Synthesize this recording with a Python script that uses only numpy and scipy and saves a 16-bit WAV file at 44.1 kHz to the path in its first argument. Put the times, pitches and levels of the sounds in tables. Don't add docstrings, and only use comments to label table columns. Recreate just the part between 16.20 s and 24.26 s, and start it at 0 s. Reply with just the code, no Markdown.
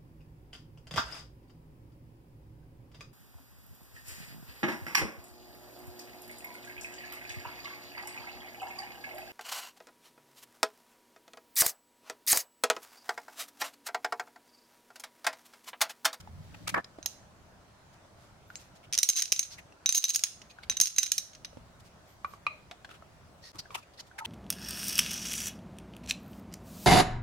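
import sys
import numpy as np
from scipy import signal
from scipy.fft import rfft, irfft
from scipy.io import wavfile
from scipy.ndimage import uniform_filter1d

SR = 44100
rng = np.random.default_rng(int(sys.argv[2]) if len(sys.argv) > 2 else 0)


def amplitude_ratio(level_db):
    exponent = np.asarray(level_db, float) / 20
    return 10 ** exponent


def store_wav(level_fs):
    pcm = np.round(np.clip(np.atleast_2d(level_fs), -1, 1) * 32767)
    wavfile.write(sys.argv[1], SR, pcm.T.astype(np.int16))


N = 355446


def evened(x):
    return x / np.sqrt(np.mean(x ** 2) + 1e-20)


def wander(noise, width):
    return evened(uniform_filter1d(uniform_filter1d(noise, width), width))


def read(points, hz):
    f, value = np.transpose(points)
    return np.interp(np.log(hz + 1), np.log(f + 1), value)


def add(mix, s, sound):
    part = mix[:, max(round(s * SR), 0):][:, :sound.shape[1]]
    part += sound[:, :part.shape[1]]


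def pair(noise, same):
    return np.array([noise[0], same * noise[0] + np.sqrt(1 - same ** 2) * noise[1]])


def coloured(x, gain):
    log_gain = np.log(np.concatenate([gain, gain[-2:0:-1]]) + 1e-5)
    response = np.exp(signal.hilbert(log_gain).conj())[:len(gain)]
    return irfft(rfft(x, 2 * len(gain) - 2) * response)[..., :x.shape[-1]]


def rings(t, hz, db, t60, phase):
    fade = amplitude_ratio(db[:, None] - 60 * t / np.clip(t60, .005, 1)[:, None])
    return (fade * np.sin(2 * np.pi * hz[:, None] * t + phase[..., None])).sum(axis=1)


# pitch_hz, likeness (0 to 1)
COHERENCE = [(25, 0.75), (60, 0.86), (180, 0.75), (550, 0.59), (1650, 0.033), (4970, 0), (15000, 0)]


def bed(spectrum, level_db, patchy_db):
    frames, hz = N // 256 + 5, np.fft.rfftfreq(1024, 1 / SR)
    a, b, c, d, patches = rng.standard_normal((frames, 513, 5)).T
    patches = uniform_filter1d(patches, 10, axis=0)
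    patches = evened(uniform_filter1d(patches, 14, axis=1))
    z = pair([a + 1j * b, c + 1j * d], read(COHERENCE, hz)[:, None])
    z = z * amplitude_ratio(read(spectrum, hz)[:, None] + patchy_db * patches)
    noise = signal.istft(z, nperseg=1024, noverlap=768)[1][:, :N]
    return amplitude_ratio(level_db) * evened(noise)


# start_s, level_db
RUMBLE_LEVEL = [(0, -54.5), (.6, -56.5), (0.629, -60), (1.6, -62), (2.15, -62), (2.4, -59.5), (2.65, -61),
                (3.0, -65.5), (3.35, -59.5), (3.8, -70), (4.1, -61), (4.55, -59), (4.7, -60.5),
                (5.4, -58.5), (6.6, -60.5), (7.4, -57.5), (7.55, -61.5), (8.06, -63.5)]
# pitch_hz, density_db (per Hz)
RUMBLE_SPECTRUM = [(20, -35), (48, -13), (65, 6.5), (90, -6), (135, -10), (200, -6.5), (300, -45.5)]
# pitch_hz, density_db (per Hz)
AIR_SPECTRUM = [(150, -30), (250, -4), (320, -1.5), (480, -5), (610, 0.5), (800, -3), (1100, -5.5),
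                (2000, -44.5)]


def ground():
    rumble_db = np.interp(np.arange(N) / SR, *np.transpose(RUMBLE_LEVEL))
    return bed(RUMBLE_SPECTRUM, rumble_db, patchy_db=1.5) + bed(AIR_SPECTRUM, -62, patchy_db=.9)


# pitch_hz, density_db (per Hz)
HISS_SPECTRUM = [(700, -17.5), (1300, 6.5), (2500, -2.5), (6200, -7), (10000, -14), (14800, -28),
                 (15600, -26), (16200, -50)]


def hiss():
    return bed(HISS_SPECTRUM, -64.5, patchy_db=1.8)


def ducking_db(near):
    power_db = 10 * np.log10(abs(uniform_filter1d((near ** 2).mean(0), 8000, origin=3600)) + 1e-12)
    climb = np.arange(N) * 110.0 / SR
    held_db = np.maximum.accumulate(power_db + climb) - climb
    over_db = np.maximum(held_db + 34.0, 0)
    return -1.2 * uniform_filter1d(over_db, 1500)


# start_s, pitch_hz (lower hum), level_db
MOTOR_RUN = [
    (0, 86.2, -58),
    (.15, 86, -48.5),
    (0.299, 99.5, -52.5),
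    (0.45, 109, -51.5),
    (.59, 115, -45),
    (0.618, 119.5, -63),
]


def motor():
    s, hz, db = np.transpose(MOTOR_RUN)
    t = np.arange(N) / SR
    speed_hz = np.interp(t, s, hz) * (1 + 0.037 * np.sin(2 * np.pi * 6.0 * t))
    turn = 2 * np.pi * np.cumsum(speed_hz) / SR
    waver = [wander(n, 700) for n in rng.standard_normal((2, N))]
    lower = (1 + .5 * waver[0]) * np.sin(turn)
    upper = (1 + .5 * waver[1]) * np.sin(1.6 * turn)
    hum = amplitude_ratio(np.interp(t, s, db, right=-120)) * (lower + upper)
    return np.array([hum, np.roll(hum, -60)])


# pitch_hz, t60_s
ROOM_DECAY = [(300, .2), (1500, .3), (4000, .42), (7500, .42), (12000, .3), (16000, .24)]
SHADE_HZ, SHADE_WIDTH_HZ, SHADE = 6300, 810, .22
ROOM_EDGE_HZ = 17300


def room(x):
    taps = np.zeros((2, SR // 2))
    slots = np.arange(120, SR // 2 - 20, 20)
    at = slots + rng.integers(0, 20, (2, len(slots)))
    np.put_along_axis(taps, at, rng.choice([-1., 1.], at.shape), 1)
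    hz, t, z = signal.stft(taps, SR, nperseg=256)
    hz = hz[:, None]
    z = z * (1 - SHADE / (1 + ((hz - SHADE_HZ) / SHADE_WIDTH_HZ) ** 2))
    z = z / (1 + (hz / ROOM_EDGE_HZ) ** 40)
    tail = signal.istft(z * amplitude_ratio(-60 * t / read(ROOM_DECAY, hz)), SR, nperseg=256)[1]
    return signal.fftconvolve(x, tail / np.linalg.norm(tail[0]), axes=1)[:, :N]


# start_s, level_db, length_s, pitch_hz
SQUEAK_EVENTS = [
    (7.991, -44.5, 0.041, 1278),
    (8.006, -36.5, 0.035, 899),
    (8.04, -37, 0.022, 920),
]


def squeaks():
    out = np.zeros((2, N))
    for s, db, length, hz in SQUEAK_EVENTS:
        u = np.arange(0, length, 1 / SR) / length
        waver = wander(rng.standard_normal(len(u)), 150)
        turn = 2 * np.pi * np.cumsum(hz * (1.01 - 0.018 * u + 0.0093 * waver)) / SR
        swell = np.sin(np.pi * u ** 0.79) * (1 + 0.36 * waver)
        add(out, s, amplitude_ratio(db) * swell * np.sin(turn + np.array([[.6], [-.6]])))
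    return out


# start_s, level_db (rms), length_s,
# pitch_hz
BODY_STRANDS = [(0.297, -61, 0.21, 266), (0.342, -55, .012, 2700), (0.467, -48, 0.057, 2290),
                (.472, -47, .03, 1230), (.541, -40, .014, 1110), (0.548, -35, 0.066, 1725),
                (0.543, -43, 0.05, 707), (.55, -38, 0.047, 1120), (0.571, -38.5, 0.031, 315),
                (0.543, -48.5, 0.039, 397), (0.643, -49, .012, 5100), (0.403, -58, .09, 281),
                (0.518, -51.5, 0.11, 266), (.543, -48, .011, 4900), (.55, -43, .045, 2200),
                (0.8605, -27, 0.0048, 13100), (.8595, -39, 0.0031, 790), (.86, -44, .008, 3200),
                (.86, -50, .008, 1900),
                (2.273, -74, .09, 13200), (2.358, -50, 0.027, 7440), (5.878, -71.5, .09, 13300),
               (6.07, -70, .09, 13100), (2.95, -37, .065, 6300), (2.96, -43, .06, 3920),
               (3.745, -36, .045, 6400), (3.885, -40, .03, 6350), (4.295, -62.5, 0.043, 2490),
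               (4.295, -63, .04, 6400), (4.783, -50, .01, 453), (3.122, -48, .01, 425),
               (6.046, -47, .015, 1500), (6.266, -43, .02, 960), (6.267, -45, .025, 2760),
               (6.266, -55, .012, 5000), (6.3, -59, .09, 620), (6.51, -53, .04, 732),
               (6.511, -53, .012, 3650), (6.646, -48, .014, 1620), (6.646, -54, .012, 3400),
               (6.69, -60, .05, 1410), (7.455, -53, .016, 1620), (7.228, -58.5, 0.07, 4400),
               (7.23, -60, .07, 1900), (7.347, -54.5, 0.034, 300), (7.388, -45.5, 0.028, 4700),
               (7.452, -61, 0.022, 683), (7.505, -49, .014, 1090), (7.545, -42.5, 0.027, 2680),
               (7.546, -44, .016, 3600), (7.547, -51.5, .03, 394), (7.497, -57, 0.035, 456),
               (7.582, -63, .02, 5460), (7.625, -59, .02, 2500), (7.775, -62, 0.018, 4400),
               (7.785, -55, .025, 1900), (7.798, -44, 0.015, 4540), (7.797, -50, .016, 3080),
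               (7.946, -60, 0.056, 802), (7.982, -44, 0.01, 880), (7.984, -49, 0.018, 2770)]


def strands():
    rows = BODY_STRANDS
    out, noise = np.zeros((2, N)), rng.standard_normal((len(rows), 2, 4096))
    hz = np.fft.rfftfreq(4096, 1 / SR)
    for (s, db, length, mode_hz), n in zip(rows, noise):
        width_hz = np.clip(0.096 * mode_hz, 40, 450)
        resonance = 1 / (1 + (2 * (hz - mode_hz) / width_hz) ** 2)
        sung = evened(irfft(rfft(pair(n, 0.49)) * resonance))
        u = np.clip(np.arange(4096) / SR / length, 0, 1)
        add(out, s, amplitude_ratio(db) * sung * abs(np.sin(np.pi * u ** 0.49)) ** 0.69)
    return out


# start_s, level_db (rms), length_s, pitch_hz (surface), hiss_db (broad)
WOOD_SCRAPES = [
    (0.023, -73, 1, 3930, 5),
    (0.342, -48.5, 0.017, 2200, -9),
    (0.473, -47.5, 0.016, 1660, 16),
    (0.487, -53.5, 0.021, 2300, 20.5),
    (0.491, -61, 0.025, 4000, 13),
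    (0.54, -20.5, 0.014, 1440, -22.5),
    (0.545, -32, 0.07, 1260, -46),
    (0.556, -36, 0.056, 579, -43),
    (0.575, -35, 0.013, 1920, -17),
    (0.643, -46, 0.0063, 4440, -10),
]
# start_s, level_db (rms), length_s, pitch_hz
CHIP_SCUFFS = [(2.624, -61.5, 0.05, 2800), (2.997, -42, 0.01, 3900), (3.296, -50, 0.078, 5200),
               (3.374, -51.5, 0.041, 2210), (4.294, -57, 0.037, 4110), (4.425, -54, 0.03, 3500),
               (5.245, -44.5, 0.018, 4520), (6.678, -62.5, 0.13, 1364), (7.209, -56.5, 0.14, 4950),
               (7.335, -56.5, 0.063, 1110), (7.382, -42, 0.03, 4960), (7.497, -57.5, 0.073, 1040),
               (7.541, -37.5, 0.029, 2620), (7.542, -39.5, 0.028, 910), (7.56, -49.5, 0.052, 1050),
               (7.73, -65, 0.032, 4300), (7.771, -57, 0.037, 4520), (7.79, -46.5, 0.031, 5160),
               (7.979, -40.5, 0.031, 1880), (8.044, -31, 0.074, 3070), (0.547, -58, 0.06, 3320),
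               (6.692, -61, 0.042, 3000), (6.729, -61, 0.055, 2800)]
# start_s, level_db (rms), length_s
FINGER_RUBS = [(0, -51, 0.019), (1.726, -64.5, 0.034), (1.946, -68, 0.21), (2.29, -63.5, 0.25),
               (2.383, -58, 0.06), (2.545, -61, 0.046), (5.595, -59, 0.023), (5.636, -63.5, 0.068),
               (5.837, -67.5, 0.14), (6.076, -63.5, 0.13), (7.623, -64, 0.021), (7.862, -62.5, 0.033)]
SCRAPE_WIDTH, SCUFF_WIDTH, SCUFF_HISS_DB = 1, .5, -3
RUB_HZ, RUB_WIDTH_HZ, RUB_HISS_DB = 5200, 4000, 14.5


def scuffs():
    rows = [(s, db, length, f, SCRAPE_WIDTH * f, hiss_db) for s, db, length, f, hiss_db in WOOD_SCRAPES]
    rows += [(s, db, length, f, SCUFF_WIDTH * f, SCUFF_HISS_DB) for s, db, length, f in CHIP_SCUFFS]
    rows += [(s, db - RUB_HISS_DB, length, RUB_HZ, RUB_WIDTH_HZ, RUB_HISS_DB)
             for s, db, length in FINGER_RUBS]
    out, noise = np.zeros((2, N)), rng.standard_normal((len(rows), 3, 28000))
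    hz = np.fft.rfftfreq(28000, 1 / SR)
    broad = hz / (hz + 900) / (1 + (hz / 7000) ** 2) / (1 + (hz / 15600) ** 30)
    for (s, db, length, centre_hz, width_hz, hiss_db), n in zip(rows, noise):
        clumps_db = 2.8 * evened(uniform_filter1d(n[2], 25))
        grit = rfft(pair(n, 0.019) * amplitude_ratio(clumps_db))
        surface = 1 / (1 + (2 * (hz - centre_hz) / width_hz) ** 4)
        drag = evened(irfft(grit * surface)) + amplitude_ratio(hiss_db) * evened(irfft(grit * broad))
        u = np.clip(np.arange(28000) / SR / length, 0, 1)
        add(out, s, amplitude_ratio(db) * drag * np.sin(np.pi * u ** 0.78) ** 2.07)
    return out


# start_s, level_db, pitch_hz (wall), upper_db (upper mode), tick_db
TUB_KNOCKS = [(0.074, -36, 846, -18, -12), (0.344, -41, 865, -15, -7), (.786, -35, 311, -1, -7),
              (2.302, -34.5, 1465, -26, -7), (3.523, -49, 2720, -8, 3), (4.386, -35, 1493, -32.5, -13.5),
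              (4.434, -36.5, 2240, -7, -2.5), (5.33, -43.5, 570, -14, -23), (5.371, -35.5, 250, -2, -10.5),
              (6.046, -19.5, 1160, -15.5, -14.5), (6.136, -33, 1140, -19.5, -16),
              (6.2662, -18, 1194, 0.5, -8.5), (6.512, -37, 675, -5.5, 9), (6.647, -39.5, 838, -0.5, 7.5),
              (6.691, -42.5, 703, -2.5, 3), (6.713, -42, 1290, -5.5, 4), (6.823, -40, 629, -2, -15),
              (7.458, -46, 1590, -34, -9), (7.506, -32.5, 1114, -14, -8), (7.913, -42, 1510, -29, -23)]
HUM_ON_MODES_DB = np.array([-3, -10, 2, -20, -45, -6])
WALL_T60_S, HUM_ON_T60_S, HUM_ON_DB, HUM_ON_PER_DB = .04, .24, -21, .7
PORT_PHASE = 1


def tub():
    t, out = np.arange(6000) / SR, np.zeros((2, N))
    hz = np.fft.rfftfreq(12000, 1 / SR)
    dull = hz / (hz + 700) / (1 + (hz / 4000) ** 3)
    ratio = np.array([.995, 1.06, 2.05, 1.8, 3.36, .51])
    share = np.array([0.8, 0.52, 0.66, 0.38, 0.36, 0.34])
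    noise = rng.standard_normal((len(TUB_KNOCKS), 2, 6000))
    luck = rng.standard_normal((len(TUB_KNOCKS), 2, 6))
    for (s, db, wall_hz, upper_db, tick_db), n, chance in zip(TUB_KNOCKS, noise, luck):
        mode_hz = wall_hz * ratio
        mode_db = np.array([-3, -9, upper_db, upper_db - 4.5, upper_db - 9.0, -14])
        phase = chance[0] + PORT_PHASE * np.array([[1], [-1]]) * np.tanh(chance[1])
        wall = rings(t, mode_hz, mode_db, WALL_T60_S * share, phase)
        hum_db = mode_db + HUM_ON_DB + HUM_ON_PER_DB * (db + 22.0) + HUM_ON_MODES_DB
        hum = rings(t, mode_hz * 1.003, hum_db, HUM_ON_T60_S * share, phase[::-1])
        wall = wall + (1 + .75 * wander(n, 160)) * hum
        crack = coloured(pair(n, 0.42) * amplitude_ratio(tick_db - 60 * t / 0.044), dull)
        add(out, s, amplitude_ratio(db) * (wall * (1 - np.exp(-t / 0.00053)) + crack))
    return out


# start_s, level_db (blow), pitch_hz (main
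# ring), ring_db (over the blow), chatter_ms
LANDINGS = [(.8598, -15.5, 6420, -12, 3), (2.3559, -23.5, 6480, -15.5, .6),
            (2.7263, -19, 5850, -10, 4.9), (2.7779, -11, 6450, -18, 1.5),
            (2.7858, -14.5, 6200, -12, 1.2), (2.8308, -8, 6400, -13, 2.1),
            (2.8892, -8, 6374, -2.5, 1.4), (2.9002, -11, 6300, -13, 3), (3.0206, -16, 6300, -9.5, 4),
            (3.1203, -6, 6060, -16, .73), (3.1244, -4.5, 6470, -24, 2.9),
            (3.193, -10.5, 6330, -10, 2.8),
            (3.6598, -7.5, 6218, -7, 1), (3.6916, -7, 6190, -9, 2), (3.725, -13, 6340, -9, 1.5),
                   (3.841, -10, 6070, -10, 0.41), (3.9596, -8.5, 6620, -14.5, 2.5),
                   (4.037, -8, 6520, -15, 2.5),
            (4.4977, -14, 6160, -3.5, 1.9), (4.5694, -19, 6230, 1.5, 4),
                  (4.601, -7.5, 6300, -21.5, 2.5), (4.612, -5, 6350, -2.5, 6.3),
                  (4.6566, -18.5, 6300, -8.5, 2.7), (4.671, -20, 6400, -6.5, 2.5),
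                  (4.7847, -8, 6120, -6, 2.5), (4.8313, -12, 6190, -5.5, 3.9), (4.9186, -7, 6440, -14, 2.7),
                  (4.9804, -12, 5930, -12, 1.7), (5.2472, -28, 6130, -11, 2.3)]
MORE_LANDINGS = [(2.7878, -10.5, 6040, -13, 3.5), (2.8327, -8, 6400, -9.5, 2.3), (2.8945, -20.5, 6350, -4.5, 2),
                 (2.974, -25, 6350, -5, 1.5), (2.9775, -22, 6300, -8, 1.7), (2.987, -20, 6350, -8, 1.5),
                 (3.002, -20.5, 6550, -5.5, 2), (3.0342, -27, 6250, -4.5, 1.5), (3.7467, -22, 6300, -8, 1.1),
                 (3.8836, -27, 6350, -8, 1.6), (3.9398, -27, 6400, -8, 1), (4.0464, -23, 6400, -8, 1.5),
                 (4.829, -23, 6250, -10.5, 1.4), (4.836, -25, 6300, -9, 1.5), (4.9837, -18.5, 6280, -8, 1.8)]
# start_s, level_db (blow), ring_db (over the blow)
SETTLING_RATTLES = [(.8277, -33.5, -8), (2.7342, -16, -20.5), (2.7416, -19, -17), (2.7509, -19, -26),
                    (2.798, -34, -21), (2.923, -42.5, -7.5), (2.929, -33, -7.5), (2.9334, -26, -14),
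                    (2.9575, -26, -3), (2.9636, -20.5, -7), (2.9698, -21, -4), (2.9822, -22, -6.5),
                    (2.9913, -20, -5), (2.9951, -19.5, -5), (3.012, -26, -9.5), (3.0236, -15, -15),
                    (3.0555, -27, -12), (3.078, -35, -5), (3.1625, -25, 3.5), (3.229, -24, 15),
                    (3.2326, -41, 0), (3.25, -34, -4.5),
                    (3.7489, -14, -5), (3.7568, -15, -1), (3.7671, -19.5, 2), (3.7737, -15.5, 1),
                  (3.778, -15, 5), (3.7817, -19.5, -3), (3.823, -28, -12), (3.83, -27, -8),
                  (3.8519, -17.5, -17), (3.855, -29, 1), (3.881, -29, -4), (3.8917, -20, 2),
                  (3.8966, -21.5, 13), (3.9038, -17, -4), (3.909, -28, -8), (3.9359, -26.5, 2),
                  (3.9411, -28, 3.5), (3.947, -18, -14), (3.979, -43.5, -9.5), (3.993, -25.5, -12),
                  (4.0682, -32, -28), (4.217, -38, -32),
                    (4.5124, -28, -13), (4.5186, -32.5, -18), (4.524, -26.5, -13.5), (4.635, -21, -7),
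                 (4.6774, -27, -20), (4.702, -36, -10.5), (4.7626, -25.5, -2.5), (4.776, -34.5, 6.5),
                 (4.7828, -14, -3), (4.8123, -33, 0.5), (4.8412, -28, 0.5), (4.861, -24.5, -7.5),
                 (4.865, -26.5, -10), (4.878, -31.5, -3), (5.133, -42, -9), (5.1497, -39, -17)]
RATTLE_HZ, RATTLE_SPREAD_HZ, RATTLE_MS = 6350, 98, 2.6


def contacts():
    rattles = SETTLING_RATTLES
    spread = rng.standard_normal((len(rattles), 2))
    settling = [(s, db, RATTLE_HZ + RATTLE_SPREAD_HZ * a, ring_db, RATTLE_MS * np.exp(0.46 * b))
                for (s, db, ring_db), (a, b) in zip(rattles, spread)]
    return LANDINGS + MORE_LANDINGS + settling


# pitch_hz, level_db (under the main ring), t60_share
DISC_MODES = [(3930, -11.5, 1.0), (4100, -19, 0.8), (6060, -14, 0.22), (6400, -23.5, .6), (8930, -18.5, 1),
              (12860, -17, 0.4), (15100, -23.5, .3)]
# pitch_hz, level_db
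CONTACT_COLOUR = [(200, -35.5), (700, -31), (1500, -13.5), (2800, -2.5), (4000, -4.5), (5600, 3.5),
                  (6500, -2), (7600, -11), (9000, -3.5), (11500, -15.5), (13000, -11.5), (15400, -22),
                  (16100, -45)]
DISC_HZ, DISC_SPREAD = 6300, 0.004
GRIPPED, GRIP_S = 0.73, 0.004
SNAP, SNAP_S = 0.48, 0.00034
FIRST_TOUCH = 4.4


def clack(db, main_hz, ring_db, bright_db, chatter_s, noise, luck):
    t = np.arange(noise.shape[1]) / SR
    hz = np.fft.rfftfreq(2 * noise.shape[1], 1 / SR)
    chatter_s = np.clip(chatter_s, .0005, .008)
    meet = (np.exp(-t / chatter_s) + SNAP * np.exp(-t / SNAP_S)) * (1 - np.exp(-t / .0001))
    touch = FIRST_TOUCH * min(amplitude_ratio(db + 13.5), 1) * (np.arange(len(t)) == 2)
    tilt_db = bright_db * np.log2((hz + 1500) / 7800)
    pressed = 1 + 1.5 / (1 + ((hz - main_hz) / 400) ** 2)
    palm = amplitude_ratio(-34.5 + 1.01 * (db + 16.5)) / (1 + (hz / 1200) ** 2)
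    colour = amplitude_ratio(read(CONTACT_COLOUR, hz) + tilt_db) * pressed + palm
    crack = coloured(pair(noise, 0.35) * meet + touch, colour)

    main_mode = (main_hz, 0, 1 if main_hz > 6050 else .4)
    mode_hz, mode_db, share = np.transpose([main_mode] + DISC_MODES)
    other = np.arange(len(mode_hz)) > 0
    mode_db = mode_db + (3.8 * luck[1] + bright_db * np.log2(mode_hz / main_hz)) * other
    size = np.clip(main_hz, 6150, 6520) / DISC_HZ
    mode_hz = mode_hz * np.where(other, size * (1 + DISC_SPREAD * luck[0]), 1)
    t60 = np.clip(.055 - 0.00051 * ring_db, .035, .12)
    phase = 3 * luck[2] + np.array([[1], [-1]]) * (0.45 + 0.21 * np.tanh(luck[3]))
    ring = rings(t, mode_hz, mode_db, t60 * share, phase)
    ring = ring * (1 + .22 * wander(noise[1], 60))
    grip = (GRIPPED + (1 - GRIPPED) * np.exp(-t / GRIP_S)) * (1 - np.exp(-t / 0.00013))
    sound = crack / abs(crack).max() + amplitude_ratio(min(ring_db, 0)) * ring * grip
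    return amplitude_ratio(db + 2.0) * sound / abs(sound).max()


# start_s, brightness_db (per octave)
MEETING_ANGLE = [(.83, -3), (.86, 4.5), (2.36, -1.5), (2.73, 2), (2.78, 4), (2.9, 5), (2.96, 4.5), (3.2, 4),
                 (3.66, -2), (3.76, 7), (3.85, 4), (3.96, 7.5), (4.04, 2), (4.5, -6), (4.63, 7), (4.77, 1),
                 (4.98, 5.5), (5.25, -4.5)]
BRIGHT_PER_DB = 0.25


def chips(rows):
    out = np.zeros((2, N))
    noise = rng.standard_normal((len(rows), 2, 4096))
    luck = rng.standard_normal((len(rows), 4, len(DISC_MODES) + 1))
    for (s, db, hz, ring_db, ms), n, chance in zip(rows, noise, luck):
        bright_db = np.interp(s, *np.transpose(MEETING_ANGLE)) + BRIGHT_PER_DB * (db + 3.5)
        add(out, s, clack(db, hz, ring_db, bright_db, ms / 1000, n, chance))
    return out


def scene():
    right_db, room_db = 2.5, -13.5
    side = amplitude_ratio(np.array([[-.5], [.5]]) * right_db)
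    hits = chips(contacts()) * side + tub()
    rubs = scuffs() + strands()
    near = hits + rubs + amplitude_ratio(room_db) * room(hits + 0.44 * rubs) + squeaks()
    background = amplitude_ratio(ducking_db(hits)) * ground() + motor()
    return near + background + hiss()


# start_s, end_s, level_db
LEVEL_SAGS = [
    (0.611, 0.642, -6),
    (7.32, 7.331, -15),
]
# start_s, level_db
SHORT_POPS = [
    (7.3162, -40),
    (7.3578, -33),
]


def sags_and_pops(x):
    t, sag_db, pops = np.arange(N) / SR, np.zeros(N), np.zeros((2, N))
    for start, end, db in LEVEL_SAGS:
        sag_db = sag_db + db * ((t > start) & (t < end))
    for s, db in SHORT_POPS:
        add(pops, s, amplitude_ratio(db) * np.hanning(5) * np.ones((2, 1)))
    return x * amplitude_ratio(uniform_filter1d(sag_db, size=60)) + pops


def low_pass(x):
    return signal.sosfilt(signal.butter(12, 16980, fs=SR, output="sos"), x)


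def record(dry):
    ceiling, edge_hz = .45, 16600
    limited = ceiling * np.tanh(sags_and_pops(dry) / ceiling)
    taps = signal.firwin(255, edge_hz, window=("kaiser", 8), fs=SR)
    return low_pass(signal.oaconvolve(limited, taps[None], "same"))


dry = scene()
out = record(dry)
store_wav(out)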